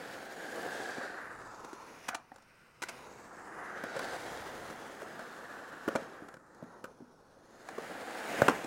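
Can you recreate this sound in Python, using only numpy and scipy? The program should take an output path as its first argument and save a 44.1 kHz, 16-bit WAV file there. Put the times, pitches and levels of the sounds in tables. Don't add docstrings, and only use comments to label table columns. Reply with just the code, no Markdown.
import sys
import numpy as np
from scipy import signal
from scipy.fft import rfft, irfft, next_fast_len
from scipy.io import wavfile
from scipy.ndimage import uniform_filter1d, map_coordinates

SR = 44100
rng = np.random.default_rng(int(sys.argv[2]) if len(sys.argv) > 2 else 0)


def master(y):
    cut = np.clip(np.atleast_2d(y).T, -1, 1)
    pcm = np.round(cut * 32767)
    wavfile.write(sys.argv[1], SR, pcm.astype(np.int16))


N = 381906

# peak_s, level_db, half_length_s
GUSTS = [(1.442, -60, 0.22), (2.141, -68.5, 0.23), (3.2, -64, 0.28), (4.41, -54.5, 0.4), (8.589, -54, 0.11)]
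# pitch_hz, level_db
WIND_TONE = [(15, -24), (35, -7), (70, -4.5), (130, -2), (300, -48), (1000, -0.5), (5000, -67)]
FAR_TONE = [(60, -1), (170, 4), (500, -6), (1500, -2), (2500, -38), (6000, -30.5), (15800, -33)]
# closest_s, gain_db, approach_s, retreat_s,
# rumble_db, rasp_db, hiss_db, treble_db, bass_tilt_db_per_octave
PASSES = [(.73, 10.5, 0.36, 0.3, 1, -5.5, 2, .5, 3.5), (4.08, 9, 0.12, 0.39, 1.8, -5, 2.5, 2, 1.5),
          (8.421, 16.5, 0.11, 0.11, 1.5, -2, -0.5, -2, 8.5)]
# top_s, half_length_s, rumble_db, rasp_db, treble_db
RAMPS = [(2.453, 1.78, -9, 13, -11.5), (6.78, 0.95, 4.5, 3.5, -2)]
# time_s, level_db
DRIVE = [(0, 4), (.3, -2), (.66, -0.5), (.85, -1), (1.25, -6), (1.55, -5), (2.08, 0), (2.17, -20),
         (2.24, -21.5), (2.78, -16), (2.9, 4), (3.3, -3), (3.7, 0.5), (4.9, 1), (5.3, 1), (5.75, -0.5),
         (5.96, 4), (6.26, -6.5), (6.42, -21), (6.73, -13.5), (7, -21.5), (7.42, -19), (7.85, 5),
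         (8.66, -0.5)]
# peak_s, gain_db, half_length_s
COARSE_PATCHES = [(0.578, 5, 0.032), (0.665, 5.5, 0.032)]
# time_s, pitch_hz, sharpness_q, upper_edge_hz, gain_db
WHEEL_HUM = [(0, 1550, 2.3, 2100, -1), (.5, 1610, 11, 2200, 4.5), (.85, 1640, 13, 2120, 6.5),
             (1.22, 1560, 2, 1920, 9), (1.4, 1440, 1.3, 1920, 4.5), (1.7, 1030, 2.3, 1700, 7),
             (2.1, 1420, .6, 1870, -2), (2.6, 1490, 8.8, 1800, 6), (3, 1200, .7, 1630, -1),
             (3.35, 1400, 0.43, 1850, 1), (3.65, 1530, 0.39, 2000, 7), (3.9, 1500, 7.8, 2230, 4),
             (4.3, 1580, 1.5, 2280, 1), (4.95, 1350, 1.7, 2010, 0.5), (5.3, 1640, 1.1, 1830, 3.5),
             (5.72, 1660, 1.2, 1800, 5.5), (6.1, 1423, 1.1, 1830, -0.5), (6.6, 1420, 1.1, 1990, 8),
             (6.76, 1300, 1.1, 1950, 10.5), (6.89, 1232, 1, 1750, 3), (7.2, 1320, 0.54, 1660, 3),
             (7.7, 1550, 1.5, 2150, -0.5), (8.3, 1490, 5.2, 2100, -1.5)]
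# pitch_hz, level_db
RUMBLE_TONE = [(40, -56), (90, -19), (140, -13.5), (185, -5.5), (245, -5), (310, -1), (400, -2.5), (515, 2),
               (610, -1.5), (720, 2), (880, -3.5), (1050, -10), (1700, -7.5), (3000, -68)]
RASP_TONE = [(1200, -23), (1650, 0.5), (2000, 1), (2350, -0.5), (2650, -4), (2900, -8), (3300, -21),
             (5000, -26.5)]
HISS_TONE = [(2000, -23), (2800, 5.5), (3300, 4.5), (3900, 4), (4500, 2), (5100, 1), (5800, -1), (6800, 0),
             (8500, -4), (11000, -7.5), (13000, -14.5), (15800, -12.5)]
SLOPE_HISS_CHANGE = [(2000, -10), (3400, -3.5), (4600, 1.5), (7000, 3), (11000, 0.5), (15000, -9)]
# time_s, lag_ms
GROUND_LAG = [(.95, 0.021), (1.24, 0.064), (1.58, 0.17), (1.85, 0.19), (2.05, 0.2), (2.45, 0.22),
              (2.9, 0.22), (3.28, 0.14), (3.68, 0.072), (3.95, 0.032), (6, 0.045), (6.15, 0.057),
              (6.35, 0.1), (6.7, 0.19), (7.35, 0.21), (7.7, 0.14)]
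# delay_ms, lag_multiple, strength (negative flips the wave), cutoff_hz
BOUNCES = [(0, 1, .46, 9500), (0, 1.55, .44, 5500), (.055, 1, -.17, 16000), (2.75, -3.5, .18, 9000)]
# start_s, knock_db, knock_hz, truck_db, bite_db, length_s, flex_db, flex_hz
CLACKS = [(0.981, -41, 525, -43, -52, 0.0027, -37, 214), (1.011, -32, 480, -46, -57, .0023, -56, 200),
          (1.646, -39, 410, -48, -49, 0.0051, -62, 200), (1.73, -38, 342, -43, -52, 0.0043, -58, 200),
          (2.083, -44, 766, -37, -39, 0.0029, -70, 220),
          (2.087, -32.5, 750, -23.5, -34, 0.0039, -45.5, 222),
          (2.146, -31.5, 723, -44, -38, 0.0031, -70, 300), (2.149, -32.5, 740, -50, -36, 0.00437, -48, 310),
          (2.196, -50, 720, -60, -76, 0.0043, -70, 250), (2.317, -40.5, 740, -50, -73, 0.0057, -48.5, 280),
          (2.342, -62, 705, -56, -62, .003, -75, 250), (2.36, -51.5, 526, -48, -54.5, .002, -72, 250),
          (2.383, -51, 710, -52, -62, 0.0028, -70, 250), (2.422, -63, 690, -64, -60, .007, -75, 250),
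          (2.82, -40, 342, -36, -39, 0.0042, -50, 199), (2.825, -35, 940, -34, -37, 0.0055, -50, 334),
          (2.834, -40, 362, -28.5, -38.5, 0.0064, -60, 200),
          (2.886, -40.5, 667, -37.5, -40, 0.0065, -64, 200),
          (2.892, -58, 380, -39, -41.5, 0.0067, -63, 200),
          (3.838, -32.5, 525, -31.5, -45.5, 0.0024, -41, 182),
          (3.964, -30, 520, -31.5, -43, 0.0058, -41, 170), (3.992, -33, 673, -28, -41, 0.0025, -45, 170),
          (4.701, -47, 553, -39.5, -50, 0.017, -46, 185.3),
          (5.019, -32.5, 610, -39, -54, 0.00086, -50, 200), (5.03, -37, 420, -49, -55, 0.0012, -57, 200),
          (5.192, -39, 670, -38, -50, 0.0084, -46, 203.4), (5.878, -24, 400, -28, -47, 0.0044, -33, 311),
          (5.885, -25, 513, -23.5, -43.5, 0.0027, -30, 320), (5.953, -19, 568, -28.5, -41, .003, -32, 195),
          (5.958, -21, 559, -28, -37, 0.0043, -33.5, 232), (6.222, -42, 270, -77, -71, 0.0043, -47, 212),
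          (6.285, -48, 730, -42, -53, .0056, -52, 200), (6.34, -45, 510, -42.5, -54, .0057, -49, 181),
          (6.368, -58, 358, -46.5, -62, .0041, -49, 170), (6.547, -70, 594, -49, -61.5, 0.0022, -75, 200),
          (6.625, -37, 344, -51, -68, 0.0029, -42, 180), (6.637, -46, 261, -51, -65, 0.0054, -52, 171),
          (6.841, -38, 495, -33, -48.5, .005, -44, 223), (6.853, -56, 513, -41, -61, 0.0038, -55, 220),
          (7.003, -45.5, 400, -59, -75, 0.0038, -46, 240), (7.018, -41, 248, -66, -76, 0.0045, -49, 240),
          (7.687, -38, 744, -37.5, -46, 0.0057, -59, 200), (7.781, -28.5, 486, -37, -50, .0083, -66, 200),
          (8.417, -31, 462, -23, -45, 0.0016, -41, 140), (8.419, -10.5, 564, -13, -36, 0.00067, -19, 140),
          (8.482, -16, 456, -12, -28, 0.0059, -23.5, 203), (8.495, -21, 470, -38, -35.5, 0.0052, -26, 256),
          (8.644, -32, 307, -44, -41.5, 0.0026, -46, 200)]
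# pitch_multiple, level_db, fade_multiple
KNOCK_MODES = [(1, 1, 1.1), (1.157, -7, .4), (1.45, -7, .35), (1.9, -8, .4)]
# pitch_multiple, level_db
PLYWOOD_TONE = [(.2, -45), (.45, 3), (.8, 10), (1.3, -2), (1.8, -1.5), (2.5, 7), (3.4, -47), (9, -49)]
# pitch_multiple, level_db, fade_s (a fade is the time to drop 60 dB)
FLEX_MODES = [(1, 0.5, 0.025), (1.3, -4, 0.015)]
# pitch_hz, level_db, fade_s
TRUCK_MODES = [(1110, -1.5, .015), (1346, 4, 0.0093), (1552, 6.2, 0.014), (1700, 1, 0.012)]
AXLE_MODES = [(2013, 8.5, .019), (2350, 5.5, 0.022), (2640, 7, 0.013), (3310, 2.5, 0.01), (3940, 1, 0.007)]
# pitch_hz, level_db
RATTLE_TONE = [(500, -42), (800, -5), (1100, 0), (1500, 5), (1800, -18), (2200, -22), (3200, -17),
               (5000, -29.5)]
CRACK_TONE = [(200, -12), (800, 14), (2500, -23), (3800, 2.5), (5500, 4), (7500, 3), (10000, -3),
              (12500, -13.5), (14600, -22), (15800, -12)]
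# pitch_hz, fade_s
ECHO_FADES = [(150, 0.37), (1500, 0.21), (10000, 0.13)]
# peak_s, level_db
DRAGS = [(2.11, -48), (2.137, -39)]
# pitch_hz, level_db
SCRAPE_TONE = [(100, -30), (200, -10), (560, -18), (730, 23), (900, -23), (1150, -1), (1500, 10),
               (1750, -1), (2100, -5), (3500, -27), (7000, -36), (15000, -53)]


def amp(db):
    return 10 ** (np.asarray(db) / 20)


def unit(x):
    return x / np.sqrt(np.mean(x ** 2) + 1e-20)


def crest(x):
    return x / np.sqrt(np.max(uniform_filter1d(x ** 2, 176)) + 1e-20)


def along(points, hz):
    pitches, values = np.transpose(points)
    return np.interp(np.log(hz + 1), np.log(pitches + 1), values)


def curves(rows, t):
    times, *columns = np.transpose(rows)
    return [np.interp(t, times, column) for column in columns]


def wobble(rate):
    return map_coordinates(rng.standard_normal(int(N * rate / SR) + 4), [np.arange(N) * rate / SR])


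def coloured(x, tone):
    size = next_fast_len(len(x) + 2048)
    gain = amp(along(tone, np.fft.rfftfreq(size, 1 / SR)))
    return unit(irfft(rfft(x, size) * gain, size)[:len(x)])


def swept(x, shape):
    hz, t, spectrum = signal.stft(x, SR, nperseg=1024)
    gain = shape(hz[:, None] + 1, t)
    return unit(signal.istft(spectrum * gain / np.linalg.norm(gain, axis=0), SR, nperseg=1024)[1][:N])


def wind(t):
    gusts = sum(amp(db) * np.exp(-((t - s) / half) ** 2) for s, db, half in GUSTS)
    return (amp(-85) + gusts) * amp(wobble(22)) * coloured(rng.standard_normal(N), WIND_TONE)


def surroundings(level_db=-67):
    return amp(level_db) * coloured(rng.standard_normal(N), FAR_TONE)


def closeness(t):
    return np.array([1 / (1 + ((t - s) / np.where(t < s, approach, retreat)) ** 2)
                     for s, _, approach, retreat, *_ in PASSES])


def nearness_db(t):
    return 10 * np.log10(1 + amp(np.array(PASSES)[:, 1]) ** 2 @ closeness(t))


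def pass_colour(t):
    return np.array(PASSES)[:, 4:].T @ closeness(t)


def on_ramps(t, entry_speed=1.74):
    top_s, half_s, rumble_db, rasp_db, treble_db = np.transpose(RAMPS)[:, :, None]
    arc = np.clip(1 - ((t - top_s) / half_s) ** 2, 0, 1)
    slope, on_top = np.tanh(entry_speed * arc), arc ** 4
    return np.sum([slope, rumble_db * on_top, rasp_db * on_top, treble_db * slope], axis=1)


def concrete(grains_per_s, grain_db):
    grains = (rng.random(N) < grains_per_s / SR) * rng.standard_normal(N)
    return unit(rng.standard_normal(N) + amp(grain_db) * unit(grains))


def deck_shape(hz, t):
    tilt_db = 4 - 0.6533 * nearness_db(t) + pass_colour(t)[4]
    return amp(along(RUMBLE_TONE, hz) - tilt_db * np.log2(np.clip(hz, 150, 1500) / 500))


def wheel_shape(hz, t):
    pitch_hz, sharpness, edge_hz, _ = curves(WHEEL_HUM, t)
    band = 1 / np.sqrt(1 + (sharpness * (hz / pitch_hz - pitch_hz / hz)) ** 2)
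    return band / np.sqrt((1 + (hz / edge_hz) ** 32) * (1 + (750 / hz) ** 10))


def hiss_shape(hz, t):
    slope, _, _, ramp_treble_db = on_ramps(t)
    treble = 6 + 0.5 * nearness_db(t) + pass_colour(t)[3] + ramp_treble_db
    treble_db = treble * along([(7500, 0.48), (12000, 0.65)], hz)
    patches = uniform_filter1d(rng.standard_normal((len(hz), len(t))), size=8, axis=0)
    patches_db = (1.4 + 0.7 * slope) * unit(uniform_filter1d(patches, size=24, axis=1))
    return amp(along(HISS_TONE, hz) + slope * along(SLOPE_HISS_CHANGE, hz) + patches_db + treble_db)


def rolling(t):
    near_db, patches = nearness_db(t), wobble(45)
    drive_db, = curves(DRIVE, t)
    _, ramp_rumble_db, ramp_rasp_db, _ = on_ramps(t)
    rumble_db, rasp_db, hiss_db, *_ = pass_colour(t)
    hum_db = curves(WHEEL_HUM, t)[-1]
    rumble_db += sum(db * np.exp(-((t - s) / half) ** 2) for s, db, half in COARSE_PATCHES)
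    rumble_db += -54.5 + 0.89 * near_db + 0.75 * drive_db + ramp_rumble_db + 0.53 * patches
    hum_db += -56 + 0.43 * near_db + 0.75 * drive_db + 0.5 * patches
    rasp_db += -66.5 + 1.48 * near_db + 0.72 * drive_db + ramp_rasp_db + 0.88 * patches
    hiss_db += -64.5 + 0.95 * near_db + 0.63 * drive_db + 0.91 * patches
    rumble = amp(rumble_db + 1.16 * wobble(60)) * swept(concrete(200, grain_db=-10), deck_shape)
    hum = amp(hum_db + 1.2 * wobble(90)) * swept(concrete(330, grain_db=-20), wheel_shape)
    rasp = amp(rasp_db) * coloured(concrete(220, grain_db=-12), RASP_TONE)
    hiss = amp(hiss_db) * swept(concrete(400, grain_db=-8), hiss_shape)
    return rumble + hum + rasp + hiss


def ramp_reflections(x, t):
    slope = on_ramps(t)[0]
    ground_ms, = curves(GROUND_LAG, t)
    size = next_fast_len(N + 2048)
    hz = np.fft.rfftfreq(size, 1 / SR)
    for delay_ms, multiple, strength, cutoff_hz in BOUNCES:
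        dull = irfft(rfft(x, size) / (1 + (hz / cutoff_hz) ** 4), size)[:N]
        late = map_coordinates(dull, [np.arange(N) - SR * (delay_ms + multiple * ground_ms) / 1000])
        x = (x + strength * slope * late) / np.sqrt(1 + (strength * slope) ** 2)
    return x


def clatter(t, length_s, rebounds=3):
    blows = 0.014 * rng.standard_normal(len(t)) * amp(-60 * t / 0.025)
    blows[0] += 0.75
    rebound_s = rng.uniform(0.196, 1, rebounds) * np.clip(length_s, 0.001, 0.03)
    blows[(rebound_s * SR).astype(int)] += 0.49 * rng.choice([-1, 1], rebounds)
    return blows


def ring(modes, t, scatter_db=2, detune=0.028, rise_cycles=0.67):
    hz, db, fade_s = np.transpose(modes)[:, :, None]
    size, shift, phase = rng.standard_normal((3, len(modes), 1))
    rise = 1 - np.exp(-(t * hz / rise_cycles) ** 2)
    swing = np.sin(2 * np.pi * (hz * (1 + detune * shift) * t + phase))
    return np.sum(amp(db + scatter_db * size - 60 * t / fade_s) * rise * swing, axis=0)


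def burst(t, length_s, fade_s, tone, rise_s=0.00028):
    swell = (1 - np.exp(-(t / rise_s) ** 2)) * amp(-60 * np.maximum(t - length_s / 2, 0) / fade_s)
    return crest(swell * coloured(rng.standard_normal(len(t)), tone))


def clacks(loaded_fade_s=0.018, light_fade_s=0.046, hard_bite_db=-27.5):
    out, t = np.zeros(N + SR), np.arange(SR // 5) / SR
    for start_s, knock_db, knock_hz, truck_db, bite_db, length_s, flex_db, flex_hz in CLACKS:
        blows = clatter(t, length_s)
        struck = lambda modes: crest(signal.fftconvolve(blows, ring(modes, t))[:len(t)])
        plywood = burst(t, length_s, 0.022, np.array(PLYWOOD_TONE) * [knock_hz, 1])
        fade_s = loaded_fade_s + (light_fade_s - loaded_fade_s) * on_ramps(start_s)[0, 0]
        knock = amp(-5) * struck(np.array(KNOCK_MODES) * [knock_hz, 1, fade_s]) + amp(-10.5) * plywood
        flex = crest(ring(np.array(FLEX_MODES) * [flex_hz, 1, 1], t, rise_cycles=0.31))
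        wood = amp(knock_db) * knock + amp(flex_db - 1.5) * flex
        axle_db = hard_bite_db + 1 + 1.47 * (bite_db - hard_bite_db)
        truck = amp(-11.5) * struck(TRUCK_MODES) + amp(-7.5) * burst(t, length_s, 0.023, RATTLE_TONE)
        metal = amp(truck_db) * truck + amp(axle_db) * struck(AXLE_MODES)
        crack = amp(bite_db - 4) * burst(t, length_s, 0.029, CRACK_TONE)
        out[round(start_s * SR):][:len(t)] += wood + metal + crack
    return signal.sosfiltfilt(signal.butter(2, 105, "highpass", fs=SR, output="sos"), out[:N])


def park_echo(x):
    hz, t, noise = signal.stft(rng.standard_normal(SR // 2), SR, nperseg=256)
    tail = signal.istft(noise * amp(-60 * t / along(ECHO_FADES, hz)[:, None]), SR, nperseg=256)[1]
    return signal.fftconvolve(x, tail / np.linalg.norm(tail))[:N]


def truck_scrape(t, rise_db_per_s=600, fall_db_per_s=748):
    drag = sum(amp(db - np.maximum(rise_db_per_s * (s - t), fall_db_per_s * (t - s))) for s, db in DRAGS)
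    return drag * coloured(concrete(870, grain_db=-19), SCRAPE_TONE)


def scene():
    t = np.arange(N) / SR
    hits = clacks() + truck_scrape(t)
    board = ramp_reflections(rolling(t), t)
    return (board + hits + amp(-12) * park_echo(hits) + wind(t) + surroundings())[None]


def record(dry):
    size, top_hz = next_fast_len(N + 4096), 15850
    return irfft(rfft(dry, size) * (np.fft.rfftfreq(size, 1 / SR) < top_hz), size)[:, :N]


dry = scene()
out = record(dry)
master(out)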